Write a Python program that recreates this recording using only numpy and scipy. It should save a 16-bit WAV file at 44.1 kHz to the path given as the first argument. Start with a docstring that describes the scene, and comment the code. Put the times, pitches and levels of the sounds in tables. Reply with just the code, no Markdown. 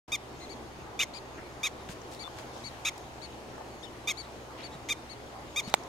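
"""A prairie dog barks seven times from its burrow on open ground, a few metres from a hand-held camera.
Each bark is one short arch of pitch from the vocal folds that breaks into a rasp and may drop at its crest.
Neighbours yip far off, over light wind in the grass, a low hum and insects.
The hand bumps and rubs the camera and makes it tick, two thin whistles sound briefly,
and near the end the plastic case gives one sharp click."""
import sys
import numpy as np
from scipy import signal
from scipy.fft import rfft, irfft, next_fast_len
from scipy.io import wavfile
from scipy.ndimage import uniform_filter1d

SR = 44100
rng = np.random.default_rng(int(sys.argv[2]) if len(sys.argv) > 2 else 0)


def store_pcm(level_fs):
    """Save levels as 16-bit WAV."""
    pcm = np.round(np.clip(level_fs, -1, 1) * 32767).astype(np.int16)
    wavfile.write(sys.argv[1], SR, np.atleast_2d(pcm).T)


N = 259308


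def amp(db):
    """Decibels to gain."""
    return 10 ** (np.asarray(db) / 20)


def unit(x):
    """Scales to rms 1."""
    return x / np.sqrt(np.mean(x ** 2) + 1e-20)


def curve(points, hz):
    """Reads a table on a log-frequency axis."""
    freqs, values = np.transpose(points)
    return np.interp(np.log(hz + 1), np.log(freqs + 1), values)


def add(mix, start_s, sound):
    """Lays a sound into the mix."""
    part = mix[..., round(start_s * SR):][..., :sound.shape[-1]]
    part += sound[..., :part.shape[-1]]


def colour(x, gain):
    """EQ by a gain that is a function of frequency."""
    size = next_fast_len(x.shape[-1] + 1024)
    return irfft(rfft(x, size) * gain(np.fft.rfftfreq(size, 1 / SR)), size)[..., :x.shape[-1]]


def wobble(size, hz):
    """Smooth random modulation of rms 1, up to about the given rate."""
    return unit(colour(rng.standard_normal(size), lambda f: np.exp(-.5 * (f / hz) ** 2)))


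def stereo(a, b, likeness):
    """Two channels of a given likeness from two unrelated noises."""
    return np.array([a, likeness * a + np.sqrt(1 - likeness ** 2) * b])


def ports(x, balance_db, phase_rad):
    """The camera body shades and delays a sound at its two microphone ports."""
    sides = np.array([[1], [-1]])
    return colour(np.atleast_2d(x), lambda f: (amp(balance_db(f) / 2) * np.exp(.5j * phase_rad(f))) ** sides)


# tone of wind over grass: freq_hz, relative_db
WIND_TONE = [(15, -43), (25, -19), (70, -6), (92, -6), (114, -1.5), (145, -12), (354, -2.5), (476, -6),
             (840, -6), (1520, -14.5), (6050, -25.5), (6560, -29.5), (7110, -27.5), (14400, -40),
             (16000, -48)]
# swells of the breeze, each level taken against its median: time_s, roar_db, hiss_db
WIND_SWELLS = [(0.26, -47.5, -60.5), (0.49, -47, -59), (0.87, -46, -61.5), (2.78, -46.5, -57),
               (2.89, -47.5, -59), (5.16, -47.5, -59.5), (5.88, -46, -58.5)]
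# stereo width of the wind: freq_hz, likeness_0_to_1
WIND_LIKENESS = [(25, .7), (60, 0.79), (130, 0.82), (290, 0.81), (640, 0.64), (1100, 0.5), (1400, 0.18),
                 (3000, 0.15), (7000, 0.21), (12000, 0.089)]
# wind balance at the ports: freq_hz, left_minus_right_db
WIND_BALANCE = [(25, 2.2), (110, 1.6), (400, 1.2), (950, -2), (1400, -1.5), (2200, 4.5), (3300, 3.5),
                (4800, .8), (7200, 2.5), (12000, 0.5), (15000, -1)]
# wind phase at the ports: freq_hz, left_lead_rad
WIND_PHASE = [(700, 0), (1200, 1.17), (1700, 3), (4000, 6), (7000, 9), (8500, 8.5), (10000, 12.5)]

def wind(level_db=-45.3, patchy_db=1.32, crossover_hz=2000):
    """Wind over the grass: a bed of low roar and hiss that swells slowly, with drifting patches."""
    window, hop = 1024, 256
    t = np.arange(N // hop + 5) * hop / SR
    hz = np.fft.rfftfreq(window, 1 / SR)
    a, b, c, d, patches = rng.standard_normal((5, len(t), len(hz)))
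    patches = unit(uniform_filter1d(uniform_filter1d(patches, size=14, axis=0), size=10, axis=1))
    time_s, *swells = np.transpose(WIND_SWELLS)
    roar_db, hiss_db = (np.interp(t, time_s, db - np.median(db))[:, None] for db in swells)
    treble = hz ** 2 / (hz ** 2 + crossover_hz ** 2)
    shape_db = curve(WIND_TONE, hz) + (1 - treble) * roar_db + treble * hiss_db + patchy_db * patches
    spectra = stereo(a + 1j * b, c + 1j * d, curve(WIND_LIKENESS, hz)) * amp(shape_db)
    air = signal.istft(spectra.transpose(0, 2, 1), nperseg=window, noverlap=window - hop)[1][:, :N]
    air = ports(unit(air), lambda f: curve(WIND_BALANCE, f), lambda f: curve(WIND_PHASE, f))
    return amp(level_db) * air


# tones of the low hum: pitch_hz, level_db
HUM_TONES = [(65, -59), (122, -59)]

def hum(waver_rad=.49, waver_hz=3):
    """Two low sines waver slightly, a touch to the left."""
    out, t = np.zeros((2, N)), np.arange(N) / SR
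    for hz, db in HUM_TONES:
        drift = waver_rad * hz / HUM_TONES[0][0] * wobble(N, waver_hz)
        out += amp([[db + 1], [db - 1]]) * unit(np.sin(2 * np.pi * hz * t + drift))
    return out


# a low drone, insects in the grass and a thin hiss:
# centre_hz, width_hz, level_db, likeness_0_to_1, flutter_db, left_minus_right_db
DRONE_BANDS = [(233.5, 15, -64.5, 0.8, 1.5, 1), (6584, 480, -68.5, .5, 3.5, -4),
               (14400, 150, -83, .4, 3, -5)]

def drones_and_insects(flutter_hz=5):
    """Narrow bands of noise flutter in level."""
    out = np.zeros((2, N))
    for hz, width_hz, db, likeness, flutter_db, pan_db in DRONE_BANDS:
        band = colour(rng.standard_normal((2, N)), lambda f: 1 / (1 + (2 * (f - hz) / width_hz) ** 2))
        flutter = amp(flutter_db * wobble(N, flutter_hz))
        out += amp([[db + pan_db / 2], [db - pan_db / 2]]) * unit(stereo(*band, likeness) * flutter)
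    return out


def resonate(x, gain):
    """Filters like a resonant tube: minimum phase, so every pulse rings on afterwards."""
    size = next_fast_len(len(x) + 2048)
    log_gain = np.log(np.maximum(gain(abs(np.fft.fftfreq(size, 1 / SR))), 1e-3))
    response = np.exp(signal.hilbert(log_gain).conj())
    return np.fft.ifft(np.fft.fft(x, size) * response).real[:len(x)]


def voice(hz, rough, throat, jitter=.083, shimmer=.25, rasp=1.05, flutter_hz=480, slaps_per_s=180):
    """Vocal folds through the throat; when rough, they stumble, leak puffs of air and slap."""
    size = len(hz)
    phase = 2 * np.pi * np.cumsum(hz * (1 + jitter * rough * wobble(size, flutter_hz))) / SR
    folds = unit(sum(np.cos(k * phase) * (k * hz < SR / 2) for k in range(1, 15)))
    puffs = unit((1 + np.cos(phase)) * rng.standard_normal(size))
    slaps = 7 * (rng.random(size) < slaps_per_s / SR)
    grit = colour(rasp * puffs + slaps, lambda f: 1 / np.hypot(1, (f / 12000) ** 2))
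    drive = (folds + rough * grit) / np.hypot(1, rasp * rough)
    drive *= np.exp(shimmer * rough * wobble(size, flutter_hz))
    return unit(resonate(drive, lambda f: amp(curve(throat, f)) * (1 - np.exp(-(f / 800) ** 4))))


def bark_pitch(u, top_hz, crest, drop, climb=.1248, climb_bend=2.2, fall=.219, fall_bend=2.11):
    """As u runs 0 to 1, the pitch climbs to a crest, may break to a lower register, and falls away."""
    before = np.maximum(1 - u / crest, 0)
    after = np.maximum((u - crest) / (1 - crest), 0)
    sag = climb * before ** climb_bend + drop * (u > crest) + (fall - drop) * after ** fall_bend
    return top_hz * (1 - uniform_filter1d(sag, size=100, mode="nearest"))


# bark cues: start_s, length_s, level_db, top_pitch_hz, crest_at_fraction, pitch_drop_fraction,
# rasp_delay_s, rasp_length_s, added_roughness_0_to_1
BARK_CUES = [ (0.1182, .046, -27.5, 1250, .38, 0.01, .010, .020, .06),
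             (.991, .054, -26, 1299, 0.47, 0.11, 0.0087, 0.037, 0.59),
             (1.631, .052, -27, 1245, .36, 0.01, .014, 0.029, 0.3),
             (2.8489, 0.05, -27, 1252, 0.43, 0, 0.0069, 0.033, .55),
             (4.073, 0.052, -27, 1289, .58, .13, 0.0091, .023, .4),
             (4.887, .049, -27.5, 1228, .48, 0, 0.0016, .016, 0.5),
             (5.5595, 0.051, -27, 1236, 0.48, 0, .010, .022, 0.05)]
# air pressure through a bark: length_fraction, gain_db
BARK_ENVELOPE = [(0, -7), (.1, -3), (.3, -2), (.62, -2.5), (.82, -1.5), (1, -14)]
# formants of throat and mouth: freq_hz, gain_db
BARK_THROAT = [(1150, -14.5), (1900, -5.5), (2450, 3), (3100, -10.5), (3700, 4), (4300, -15.5),
               (5100, -10.5), (6900, -2.8), (7700, -21.5), (9000, -16.5), (10600, -28.5), (11900, -19),
               (14600, -34), (16000, -33)]

def barks(base_roughness=.12):
    """The near prairie dog: one push of air makes a clear arch of pitch with a rasping stretch."""
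    out = np.zeros(N)
    for start_s, length_s, db, top_hz, crest, drop, rasp_delay_s, rasp_s, roughness in BARK_CUES:
        u = np.linspace(0, 1, round(length_s * SR))
        rasping = (u * length_s > rasp_delay_s) & (u * length_s < rasp_delay_s + rasp_s)
        rough = base_roughness + roughness * uniform_filter1d(rasping * 1., size=130)
        pressure = amp(np.interp(u, *np.transpose(BARK_ENVELOPE))) * signal.windows.tukey(len(u), .05)
        hz = bark_pitch(u, top_hz, crest, drop)
        add(out, start_s, amp(db) * pressure * voice(hz, rough, BARK_THROAT))
    return out


def open_ground(x, mound_db=-19, mound_t60_s=.081, grass_db=-27, grass_t60_s=.97, dull_hz=5500):
    """Reverb without walls: a brief scatter off the mound, then a faint wash from the grass."""
    t = np.arange(SR // 2) / SR
    def scatter(t60_s):
        taps = rng.standard_normal((2, len(t))) * amp(-60 * t / t60_s) * (t > .003)
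        return taps / np.linalg.norm(taps[0])
    tail = amp(mound_db) * scatter(mound_t60_s) + amp(grass_db) * scatter(grass_t60_s)
    wet = signal.fftconvolve(x[None], tail, axes=1)[:, :N]
    return colour(wet, lambda f: 1 / np.hypot(1, (f / dull_hz) ** 2))


# bark balance at the ports: freq_hz, left_minus_right_db
BURROW_BALANCE = [(1200, 3.5), (2400, -2), (3700, 1.5), (5400, -4.5), (6600, 4.5), (8600, 4.5), (11500, 7),
                  (15000, -2)]
# bark phase at the ports: freq_hz, left_lead_rad
BURROW_PHASE = [(1200, -0.48), (2400, 0.7), (3700, -0.68), (5400, 0.55), (6300, 1), (8000, 0), (12000, -.4)]

def from_burrow(x):
    """Places the near voice: the direct sound at the two ports, plus scatter off the ground."""
    direct = ports(x, lambda f: curve(BURROW_BALANCE, f), lambda f: curve(BURROW_PHASE, f))
    return direct + open_ground(x)


# distant yip cues: start_s, length_s, top_pitch_hz, level_db, roughness_0_to_1, leftward_0_to_1
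YIP_CUES = [(.398, 0.064, 2080, -50.5, .45, 0.36), (0.492, 0.049, 2290, -51, .2, 0.9),
            (1.135, .056, 2400, -46.5, 0.56, 0.89), (2.149, .04, 1940, -58, .8, 0),
            (2.191, 0.051, 2294, -47, .2, 0.94), (2.637, 0.056, 2260, -46.5, .12, 1),
            (3.215, .051, 2275, -49.5, 0.33, 0.98), (3.827, .034, 1835, -49, 0.1, 0.93),
            (4.17, .053, 2294, -45.5, 0.12, 1), (4.226, .04, 1950, -55.5, .9, 0.1),
            (4.628, .048, 2270, -49.5, .06, 0.97), (4.712, 0.049, 1980, -53.5, 0.76, 0.14),
            (5.092, .049, 2240, -51, 0.13, 1), (5.627, .063, 2230, -51.5, .2, 0.78),
            (5.701, .04, 1960, -54, 0.62, 0)]
# pitch bend of a yip: length_fraction, pitch_ratio
YIP_BEND = [(0, .82), (.13, .92), (.25, 1), (.55, .995), (.85, .965), (1, .82)]
# formants of the neighbours' throats: freq_hz, gain_db
YIP_FORMANTS = [(1800, -2.5), (2400, -4), (3600, 2.5), (4500, 1.5), (5500, -9), (6800, -7), (9000, -12.5),
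                (11500, -25), (15000, -39)]
# shading of a call from hard left: freq_hz, left_minus_right_db
YIP_SHADE = [(1800, 0), (2300, 11), (3500, 19.5), (4600, 18.5), (6800, 13), (9000, 10)]

def neighbours(lag_s=.00021):
    """Far, higher yips, loudest midway; most come from the left, shaded and late at the right port."""
    out = np.zeros((2, N))
    for start_s, length_s, top_hz, db, rough, left in YIP_CUES:
        u = np.linspace(0, 1, round(length_s * SR))
        hz = top_hz * uniform_filter1d(np.interp(u, *np.transpose(YIP_BEND)), size=200, mode="nearest")
        swell = np.sqrt(4 * u * (1 - u))
        yip = amp(db) * swell * voice(hz, rough, YIP_FORMANTS, jitter=.077, rasp=.48)
        placed = ports(yip, lambda f: left * curve(YIP_SHADE, f), lambda f: left * 2 * np.pi * f * lag_s)
        add(out, start_s, placed)
    return out


# soft bumps on the camera: start_s, peak_db, pitch_hz, t60_s
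BUMP_CUES = [(.485, -44, 75, 0.13), (1.79, -42, 105, 0.09), (1.896, -31.5, 180, 0.041),
             (2.36, -43, 100.5, 0.23), (4.75, -36.5, 160, 0.052), (5.485, -50, 73, 0.17),
             (5.677, -29, 212, .05)]

def bumps():
    """The hand knocks the camera body, which thuds in one low, damped mode."""
    out, t = np.zeros(N), np.arange(SR // 4) / SR
    for start_s, db, hz, t60_s in BUMP_CUES:
        add(out, start_s, amp(db - 60 * t / t60_s) * np.sin(2 * np.pi * hz * t))
    return out


# the voice cracks into a squeal: start_s, length_s, level_db, first_hz, last_hz
SQUEAL_CUES = [(1.001, 0.0172, -29.5, 2540, 3150)]

def squeal(jitter=.046):
    """A second, nearly pure oscillation rises inside the harshest bark."""
    out = np.zeros(N)
    for start_s, length_s, db, first_hz, last_hz in SQUEAL_CUES:
        hz = np.linspace(first_hz, last_hz, round(length_s * SR))
        phase = 2 * np.pi * np.cumsum(hz * (1 + jitter * wobble(len(hz), 400))) / SR
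        add(out, start_s, amp(db) * unit(np.sin(phase) * signal.windows.tukey(len(hz), .4)))
    return out


def friction(size, hz, octaves, grain=.35, likeness=.23, right_db=-3):
    """Grainy friction noise around one frequency, at both ports."""
    noise = stereo(*rng.standard_normal((2, size)), likeness) * amp([[0], [right_db]])
    grains = noise * np.exp(grain * wobble(size, 400))
    def band(f):
        bell = np.exp(-.5 * (np.log2((f + 1) / hz) / octaves) ** 2)
        return bell / np.sqrt(f + hz) / np.hypot(1, (f / 11000) ** 2)
    return unit(colour(grains, band))


# finger strokes: start_s, length_s, level_db, centre_hz, width_octaves
RUB_CUES = [(1.371, .06, -51.5, 1490, .6), (1.889, 0.058, -50.5, 4500, 1.3),
            (2.108, .065, -52.5, 4500, 1.3), (2.36, 0.086, -56, 3000, 1.5), (2.53, 0.14, -58, 5000, .6),
            (3.59, .04, -46, 780, 0.48), (4.575, 0.12, -51, 2570, 0.67), (5.671, .04, -48, 3000, 1.2)]

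def rubs():
    """Fingers slide over the case; each stroke swells quickly and tapers off."""
    out = np.zeros((2, N))
    for start_s, length_s, db, hz, octaves in RUB_CUES:
        u = np.linspace(0, 1, round(length_s * SR))
        add(out, start_s, amp(db) * unit(friction(len(u), hz, octaves) * np.sqrt(u) * (1 - u)))
    return out


# small ticks of case and lens: start_s, attack_db, t60_s, centre_hz, width_octaves
TICK_CUES = [(1.889, -38, .05, 1690, 1.3), (2.016, -47, 0.035, 6100, .15), (2.277, -35.5, .03, 940, 0.37),
             (2.386, -40, .06, 2400, 1.6), (2.564, -35, 0.038, 800, .5), (2.979, -40.5, .02, 8400, 0.77),
             (3.580, -34, 0.035, 895, 0.47), (5.699, -42, 0.016, 7000, .8), (5.836, -45.5, 0.018, 6200, .3)]

def ticks():
    """The camera ticks under the fingers: bursts of friction that die at once."""
    out, t = np.zeros((2, N)), np.arange(SR // 4) / SR
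    for start_s, db, t60_s, hz, octaves in TICK_CUES:
        add(out, start_s, amp(db - 60 * t / t60_s) * friction(len(t), hz, octaves))
    return out


# thin whistles, well to the left: start_s, length_s, pitch_hz, left_db, right_db
WHISTLE_CUES = [(2.238, .039, 3520, -42, -64), (3.865, 0.022, 3000, -51, -68)]

def whistles():
    """A pure tone holds one pitch for a moment and stops."""
    out = np.zeros((2, N))
    for start_s, length_s, hz, left_db, right_db in WHISTLE_CUES:
        t = np.arange(round(length_s * SR)) / SR
        tone = unit(np.sin(2 * np.pi * hz * t) * signal.windows.tukey(len(t), .15))
        add(out, start_s, amp([[left_db], [right_db]]) * tone)
    return out


# modes of the plastic case: freq_hz, level_db, t60_s, delay_s, left_minus_right_db
CASE_MODES = [(507, -29, .011, .0019, -6), (815, -7.5, 0.0093, 0.00085, -6.5), (1470, -17, 0.011, .001, -4),
              (2200, -12.5, 0.0072, 0.0022, -5), (3900, -8, 0.0044, 0.0003, -8.5),
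              (6300, -15.3, .004, 0.00031, 6), (7700, -17, .0044, .0064, -8.5), (10360, -23, .0036, 0, 7),
              (14500, -23, .0047, 0, 1)]

def case_click(start_s=5.74, rattle_db=-29, rattle_t60_s=.037, rebound_db=-24, rebound_s=.005):
    """A part of the case snaps home: a tick, a hollow knock, a small rebound and a brief rattle."""
    out, t = np.zeros((2, N)), np.arange(SR // 20) / SR
    age = np.maximum(t - np.array([[.00006], [0]]), 0)  # the right port is nearer
    for hz, db, t60_s, delay_s, pan_db in CASE_MODES:
        pan = amp([[pan_db / 2], [-pan_db / 2]])
        mode = amp(db - 60 * age / t60_s) * np.sin(2 * np.pi * hz * age) * pan
        add(out, start_s + delay_s, mode)
        add(out, start_s + delay_s + rebound_s, amp(rebound_db) * mode)
    rattle = unit(colour(rng.standard_normal((2, len(t))), lambda f: 1 / np.hypot(1, f / 3000)))
    add(out, start_s, rattle * amp(rattle_db - 60 * t / rattle_t60_s))
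    return signal.lfilter(*signal.butter(2, 330, "high", fs=SR), out)  # a small case radiates no bass


def scene():
    """Barks up front, a wetter colony behind, the outdoor bed, whistles and handling noise."""
    near, far = barks() + squeal(), neighbours()
    burrow = from_burrow(near)
    colony = far + open_ground(far.mean(0), mound_db=-10, grass_db=-18)
    bed = wind() + hum() + drones_and_insects()
    handling = bumps() + rubs() + ticks() + case_click()
    return burrow + colony + bed + whistles() + handling


def record(dry, open_s=.078, fade_s=.004, cutoff_hz=16000):
    """The camera opens its input after a moment and cuts the highest treble."""
    fade_in = np.clip((np.arange(N) / SR - open_s) / fade_s, 0, 1)
    lowpass = signal.firwin(255, cutoff_hz, window=("kaiser", 8), fs=SR)
    return signal.oaconvolve(dry * fade_in, lowpass[None], "same")


dry = scene()
out = record(dry)
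store_pcm(out)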